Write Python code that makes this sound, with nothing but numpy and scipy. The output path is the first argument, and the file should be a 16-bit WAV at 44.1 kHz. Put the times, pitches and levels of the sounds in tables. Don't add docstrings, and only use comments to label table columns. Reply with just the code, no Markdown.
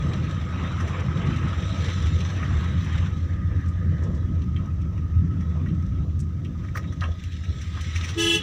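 import sys
import numpy as np
from scipy import signal
from scipy.fft import rfft, irfft, next_fast_len
from scipy.io import wavfile
from scipy.ndimage import uniform_filter1d, map_coordinates

SR = 44100
rng = np.random.default_rng(int(sys.argv[2]) if len(sys.argv) > 2 else 0)


def bounce(signal):
    frames = np.transpose(np.atleast_2d(signal))
    limited = np.clip(frames, -1, 1)
    pcm = np.round(limited * 32767).astype(np.int16)
    wavfile.write(sys.argv[1], SR, pcm)


N = 371322
TOP_HZ = 15580

# freq_hz, relative level_db (per Hz)
CLICK_SPECTRUM = [(900, -19), (2000, 5.5), (3500, 0), (4600, -7), (5900, 10), (6600, -3.5), (7500, -8.5),
                  (10000, -13.5), (11500, -28), (13500, -30.5), (15300, -16)]


def amp(db):
    return 10 ** (np.asarray(db) / 20)


def unit(x):
    return x / np.sqrt(np.mean(x ** 2) + 1e-20)


def along(points, hz):
    f, v = np.transpose(points)
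    return np.interp(np.log(hz + 1), np.log(f), v)


def curves(rows):
    s, *cols = np.transpose(rows)
    return [np.interp(np.arange(N) / SR, s, c) for c in cols]


def wobble(rate):
    knots = rng.standard_normal(int(N * rate / SR) + 4)
    return map_coordinates(knots, [np.arange(N) * rate / SR])


def filtered(x, response):
    size = next_fast_len(N + SR // 2)
    hz = np.fft.rfftfreq(size, 1 / SR)
    return irfft(rfft(x, size) * response(hz), size)[:N]


def coloured(x, spectrum):
    return unit(filtered(x, lambda hz: amp(along(spectrum, hz))))


def noise(spectrum):
    return coloured(rng.standard_normal(N), spectrum)


def steadied(x, span):
    power = np.abs(uniform_filter1d(x * x, max(int(span * SR), 2)))
    return x / np.sqrt(power + 1e-6)


def patchy(spectrum, patchy_db, size):
    z = signal.stft(rng.standard_normal(N), nperseg=size)[2]
    field = uniform_filter1d(rng.standard_normal(z.shape), size=4, axis=0)
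    field = uniform_filter1d(field, size=6, axis=1)
    mottled = signal.istft(z * amp(patchy_db * unit(field)), nperseg=size)[1][:N]
    return coloured(mottled, spectrum)


def crunches(rate, t60):
    sizes = amp(np.clip(4 * rng.standard_normal(N), -8, 7))
    starts = (rng.random(N) < rate / SR) * sizes
    decay = amp(-60 * np.arange(SR // 5) / SR / t60)
    return unit(signal.fftconvolve(starts, decay)[:N])


def jolts():
    # centre_s, boom_change_db, tread_change_db
    bump_rows = [(.13, 1, 5), (.85, 3.5, 7), (2.06, 7.5, 2.5), (2.17, 5.5, 3.5), (2.56, 7, -0.5),
                 (2.78, 3.5, -5), (3.0, 4.5, 0), (3.52, 4.5, 4.5), (3.89, 4, -4), (4.12, -0.5, 0.5),
                 (4.39, 1, 0), (5.19, 9.5, 0), (5.58, -0.5, 4.5), (7.07, 10, 5), (7.51, 5.5, 9),
                 (7.97, 5, -3)]
    width_s = 0.045
    t = np.arange(N) / SR
    return sum(np.outer(changes, np.exp(-((t - s) / width_s) ** 2)) for s, *changes in bump_rows)


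def body():
    # freq_hz, relative level_db (per Hz)
    boom_spectrum = [(15, -41), (30, -34.5), (45, -16), (60, -8), (72, -6.5), (84, 6), (98, -1.5),
                     (115, -14.5), (160, -41), (300, -91)]
    drone_spectrum = [(70, -44.5), (110, -2.5), (130, 1), (175, 0.5), (230, -12.5), (280, -12.5),
                      (350, -21), (480, -47), (800, -66.5), (2000, -86.5)]
    judder_spectrum = [(150, -33.5), (210, -1.5), (280, 1), (350, -5), (430, -11), (600, -48.5),
                       (1500, -120)]
    # time_s, boom_db, drone_db
    shake = [(0, -28, -27.5), (.5, -29.5, -33), (1.3, -28, -26.5), (1.5, -27, -32.5), (2.7, -26.5, -30),
             (3.4, -26, -33), (4.4, -25, -29), (4.9, -27.5, -33), (5.7, -25.5, -29.5), (6.2, -26, -32),
             (6.45, -31.5, -33), (7.4, -31.5, -39.5), (8.05, -29, -39.5), (8.42, -37.5, -36.5)]
    judder_db, judder_swing_db = -18.5, 3.5

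    boom_db, drone_db = curves(shake)
    jolt_db = jolts()[0]
    boom_level = amp(boom_db + jolt_db + 0.94 + 0.46 * wobble(13))
    boom = boom_level * steadied(noise(boom_spectrum), span=0.12)
    drone_level = amp(drone_db + 0.26 * jolt_db + 0.5 + 1.92 * wobble(16))
    drone = drone_level * steadied(noise(drone_spectrum), span=0.13)
    judder_level = amp(drone_db + judder_db + judder_swing_db * wobble(14))
    judder = judder_level * noise(judder_spectrum)
    return boom + drone + judder


def tyres():
    # freq_hz, relative level_db (per Hz)
    tread_spectrum = [(200, -24), (340, 2.5), (430, -3.5), (500, 2), (570, -3.5), (670, -4), (760, -16),
                      (1000, -13), (1150, -9), (2500, -71.5)]
    roar_spectrum = [(500, -27), (800, -5), (950, -5), (1150, 0.5), (1450, -3), (1800, -4), (2100, -6),
                     (2400, -8), (3200, -11), (6000, -67.5)]
    grit_spectrum = [(1000, -28), (2000, 2), (2700, -1.5), (3800, 3.5), (4600, -13), (5600, -4.5),
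                     (6200, -4), (6600, -19), (7200, -8.5), (8500, -25.5), (10500, -30.5), (13000, -53.5),
                     (15300, -24.5)]
    # time_s, tread_db, roar_db, grit_db
    surface = [(0, -42.5, -39.5, -49), (.45, -47.5, -41, -49.5), (.6, -41.5, -34.5, -50),
               (.72, -49, -37.5, -51.5), (.85, -43, -36, -49), (1.25, -45, -36.5, -50.5),
               (1.45, -45, -33.5, -46.5), (1.62, -43, -40, -45.5), (1.9, -44.5, -38.5, -42),
               (2.12, -46, -42, -44), (2.55, -44, -38.5, -47.5), (2.8, -49, -43, -48.5),
               (2.95, -52, -34.5, -47), (3.15, -49, -48.5, -53.5), (3.4, -54, -53, -61),
               (3.8, -52.5, -50, -61), (4.08, -41.5, -56.5, -59.5), (4.25, -50, -54.5, -62),
               (4.9, -54, -53.5, -68), (5.6, -52.5, -52.5, -62.5), (6.3, -57.5, -56, -67),
               (6.8, -52, -54, -60.5), (7.3, -59, -60, -53), (7.85, -57.5, -52.5, -44),
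               (8.1, -48.5, -40.5, -43), (8.2, -51, -52, -44)]
    pebbles_per_s, pebble_t60_s = 8.6, 0.05
    pebble_db, pebble_follows = -71, 0.36

    tread_db, roar_db, grit_db = curves(surface)
    bumps = 0.71 * wobble(11)
    tread_level = amp(tread_db + jolts()[1] + 1.9 * bumps)
    tread = tread_level * patchy(tread_spectrum, patchy_db=3.5, size=1024)
    roar = amp(roar_db - 4.5 + 1.8 * bumps) * patchy(roar_spectrum, patchy_db=3.0, size=512)
    roar *= np.abs(crunches(rate=200, t60=0.064)) ** 0.35

    stones = (rng.random(N) < 2200 / SR) * rng.standard_normal(N)
    crackle = coloured(stones, grit_spectrum)
    crunch = crunches(rate=80, t60=0.06) * noise(grit_spectrum)
    hiss = patchy(grit_spectrum, patchy_db=4.5, size=1024) + amp(-14) * crackle + amp(-4.5) * crunch
    hiss *= amp(grit_db - 1.4 + 0.82 * bumps)

    pebbles = crunches(rate=pebbles_per_s, t60=pebble_t60_s) * noise(CLICK_SPECTRUM)
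    pebbles *= amp(pebble_db + pebble_follows * (grit_db - grit_db.mean()))
    return tread + roar + hiss + pebbles


def whine():
    # time_s, whine_db, swish_db
    whine_levels = [(0, -49.5, -51), (.85, -46.5, -59), (1.5, -45.5, -51.5), (2.2, -51, -50),
                    (3.0, -52, -51.5), (4.0, -54.5, -52.5), (4.35, -56, -63), (4.8, -55, -67),
                    (5.3, -55.5, -61.5), (5.9, -57.5, -68), (6.4, -61.5, -69), (7.3, -59.5, -59),
                    (7.65, -58.5, -57.5), (8.1, -51, -50.5), (8.2, -49, -55)]
    whine_hz, half_width_hz, drift_hz = 1267, 37, 15

    whine_db, swish_db = curves(whine_levels)
    narrow = filtered(rng.standard_normal(N), lambda hz: 1 / (1 + ((hz - whine_hz) / half_width_hz) ** 2))
    drift_phase = 2 * np.pi * np.cumsum(drift_hz * wobble(8)) / SR
    analytic = signal.hilbert(narrow, next_fast_len(N))[:N]
    line = np.real(analytic * np.exp(1j * drift_phase))
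    swish = filtered(rng.standard_normal(N), lambda hz: 1 / (1 + np.abs((hz - 1780) / 260) ** 4))
    whine_level = amp(whine_db + 1.5 + 1.3 * wobble(25))
    swish_level = amp(swish_db - 0.5 + 2.2 * wobble(14))
    return whine_level * unit(line) + swish_level * unit(swish)


def floor_hiss():
    # freq_hz, relative level_db (per Hz)
    floor_spectrum = [(100, -1), (1000, 7), (2500, 1), (4800, 12), (6000, 17), (6700, 8.5), (7500, 5.5),
                      (10000, -5.5), (13000, -10), (14200, 0), (15300, 7)]
    return amp(-66.5) * noise(floor_spectrum)


def trim():
    # contact_s, rub_db, rub_pitch_hz, click_db, rise_s (time constant)
    contacts = [(.134, -40.5, 3380, -47.5, .0007), (0.655, -36, 1410, -69, 0.024),
                (.808, -34, 1370, -45, .012), (.88, -39, 1820, -45.5, .006), (1.89, -38, 2490, -52, .008),
                (2.206, -37.5, 3080, -47.5, 0.002), (2.429, -32, 1700, -52, 0.00046),
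                (2.845, -56, 3000, -46, 0.001), (3.689, -52.5, 6400, -69.5, .01),
                (4.036, -52, 6100, -52.5, .001), (4.15, -51.5, 5800, -59, 0.0022),
                (4.42, -53.5, 3140, -62, 0.0045), (4.565, -43, 2520, -66.5, 0.0022),
                (4.981, -55.5, 1900, -59, .006), (5.41, -52, 1750, -56.5, .005),
                (5.661, -39, 1660, -62.5, .0005), (5.688, -49, 2700, -63.5, .002),
                (6.203, -44, 6800, -70, .006), (6.449, -46.5, 2700, -60.5, 0.00055),
                (6.648, -44.5, 1500, -57.5, 0.013), (6.687, -46.5, 1740, -63, .004),
                (6.758, -31.5, 1350, -45, 0.0049), (6.774, -35.5, 1580, -43, 0.0024),
                (6.841, -43, 1710, -67, .0005), (6.923, -46, 1520, -50, .0007),
                (7.009, -44, 3800, -53, 0.0017), (7.021, -33, 1445, -58.5, 0.0051),
                (7.037, -31, 1320, -58, 0.0032), (7.042, -39, 2600, -61, 0.0068),
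                (7.056, -42, 1300, -68, .002), (7.239, -47, 2400, -48, .0006),
                (7.321, -54, 3000, -52.5, .003), (7.438, -41, 2100, -49.5, .0006),
                (7.616, -56, 3500, -44.5, 0.0041), (7.778, -39, 1300, -57, 0.028),
                (7.814, -42, 6140, -44, .0022), (7.963, -34.5, 2010, -38, 0.011),
                (8.046, -35.5, 2170, -37.5, .012), (8.093, -37, 3630, -38, .006)]
    # freq_hz, width_hz, level_db
    panel_modes = [(1073, 22, 2.5), (1255, 30, 13), (1620, 15, -2.5), (1900, 87, 6), (2285, 64, 5),
                   (2580, 68, 4.5), (2770, 58, 7), (3150, 55, 7.5), (3950, 130, 5.5)]
    # freq_hz, relative level_db (per Hz)
    thud_spectrum = [(150, -52), (350, 1.5), (700, 4.5), (1100, -13), (1600, -18), (4000, -72)]
    t60_s = 0.11
    strike, strike_s = 0.76, 0.004
    direct_db = -2.5

    t = np.arange(N) / SR
    rubs, thuds, clicks = np.zeros(N), np.zeros(N), np.zeros(N)
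    for s, rub_db, rub_hz, click_db, rise in contacts:
        near = slice(max(int((s - 0.1) * SR), 0), int((s + 0.3) * SR))
        age = t[near] - s
        shape = np.exp(np.minimum(age, 0) / rise) * amp(-60 * np.maximum(age, 0) / t60_s)
        band = signal.butter(3, [rub_hz * 0.75, rub_hz * 1.3], btype="bandpass", fs=SR, output="sos")
        scrape = unit(signal.sosfilt(band, rng.standard_normal(len(age))))
        hit = 1 + strike * np.exp(-np.abs(age) / strike_s)
        rubs[near] += amp(rub_db - 5) * shape * hit * scrape
        thuds[near] += amp(rub_db - 13.0) * shape * (rub_hz < 1600)
        clicks[near] += amp(click_db) * shape

    def ring(hz):
        total = amp(direct_db)
        for f, width, db in panel_modes:
            damping = 1j * hz * width
            total = total + amp(db) * damping / (f * f - hz * hz + damping)
        return total

    chatter = 0.53 + 0.5 * crunches(rate=700, t60=0.017)
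    knocks = thuds * noise(thud_spectrum)
    ticks = amp(1.5 * wobble(300)) * clicks * noise(CLICK_SPECTRUM)
    return filtered(chatter * rubs, ring) + knocks + ticks


def snaps():
    # start_s, level_db
    snap_rows = [(.135, -47), (.163, -53), (.312, -51), (6.193, -48.5), (6.201, -44.5), (6.449, -51.5),
                 (6.773, -37), (7.011, -46.5), (7.238, -44), (7.812, -40)]
    # freq_hz, relative level_db (per Hz)
    snap_spectrum = [(1500, -12.5), (3000, -0.5), (4600, -4), (5900, 9), (7500, -1), (10000, -8.5),
                     (12500, -17), (15300, -9)]
    t60_s = 0.018
    t = np.arange(N) / SR
    shape = sum(amp(db - 60 * np.abs(t - s) / t60_s) * (t >= s) for s, db in snap_rows)
    return shape * noise(snap_spectrum)


def scratch():
    # freq_hz, relative level_db (per Hz)
    crisp_spectrum = [(2500, -24), (4500, 11), (7000, -11), (10000, -12), (12500, 3.5), (15300, 3.5)]
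    centre_s, width_s = 6.773, 0.012
    shape = np.exp(-((np.arange(N) / SR - centre_s) / width_s) ** 2)
    return amp(-46) * shape * noise(crisp_spectrum)


def horn():
    # on_s, off_s, pitch_hz, fundamental_db, overtones_db, fundamental_waver_db
    horn_units = [(8.169, 8.361, 335.8, -26.5, -25, 1), (8.162, 8.378, 424.2, -37, -28.4, 3.5)]
    # freq_hz, relative level_db
    flare = [(650, -31), (850, -10), (1000, -16.5), (1280, -9), (1360, -41), (1700, -1), (2010, -4),
             (2120, -11), (2400, -15), (2550, -10), (2680, 5), (2970, 8), (3030, 3.5), (3330, 2), (3390, 5),
             (3700, -9), (4030, -10), (4250, -9), (4500, -22), (4700, -14), (5100, -13), (5400, -10.5),
             (6000, -3.5), (6400, -12), (6750, -15), (7300, -12.5), (10000, -21), (12500, -37.5),
             (15400, -20.5)]
    fade_hz, smear_hz = 70, 2200
    bite_s, bite_rise_s = 8.185, 0.0066

    t = np.arange(N) / SR
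    hum, blare = np.zeros(N), np.zeros(N)
    for on, off, pitch_hz, low_db, high_db, waver_db in horn_units:
        near = t > on - 0.05
        u = t[near]
        swing = np.exp(-np.maximum(u - off, 0) / 0.012) / (1 + np.exp((on - u) / 0.004))
        scatter = 0.003 * wobble(300) + 0.014 * wobble(40)
        phase = 2 * np.pi * (pitch_hz * u + scatter[near])
        k = np.arange(2, int(TOP_HZ / pitch_hz))[:, None]
        gains = amp(along(flare, k * pitch_hz))

        knots = rng.standard_normal((2, len(k), int(fade_hz * len(u) / SR)))
        real, imag = signal.resample(knots, len(u), axis=2) / np.sqrt(2)
        paths = 1 + (real + 1j * imag) * k * pitch_hz / smear_hz
        paths_rms = np.sqrt(np.mean(np.abs(paths) ** 2, axis=1, keepdims=True))
        paths *= np.exp(2j * np.pi * rng.random(k.shape)) / paths_rms
        partials = gains * np.real(paths * np.exp(1j * k * phase))
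        overtones = np.sum(partials, axis=0) / np.linalg.norm(gains)

        bite = 1 / (1 + np.exp((bite_s - u) / bite_rise_s))
        waver = amp(waver_db * wobble(40))[near]
        hum[near] += np.sqrt(2) * amp(low_db) * swing * waver * np.sin(phase)
        blare[near] += np.sqrt(2) * amp(high_db) * swing * bite * overtones
    return hum + blare + cabin(amp(-9) * blare + amp(-18) * hum)


def cabin(x):
    # freq_hz, t60_s
    decay_times = [(200, 0.26), (1500, 0.14), (3000, 0.44), (6000, 0.11), (12000, 0.15)]
    hz, t, z = signal.stft(rng.standard_normal(SR // 3), SR, nperseg=256)
    decay = amp(-60 * t / along(decay_times, hz)[:, None])
    tail = signal.istft(z * decay, SR, nperseg=256)[1]
    return signal.fftconvolve(x, tail / np.linalg.norm(tail))[:N]


def scene():
    ride = body() + tyres() + whine() + floor_hiss()
    rattles = trim() + snaps() + scratch()
    return (ride + rattles + horn())[None]


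def record(dry):
    return filtered(dry[0], lambda hz: hz < TOP_HZ)[None]


dry = scene()
out = record(dry)
bounce(out)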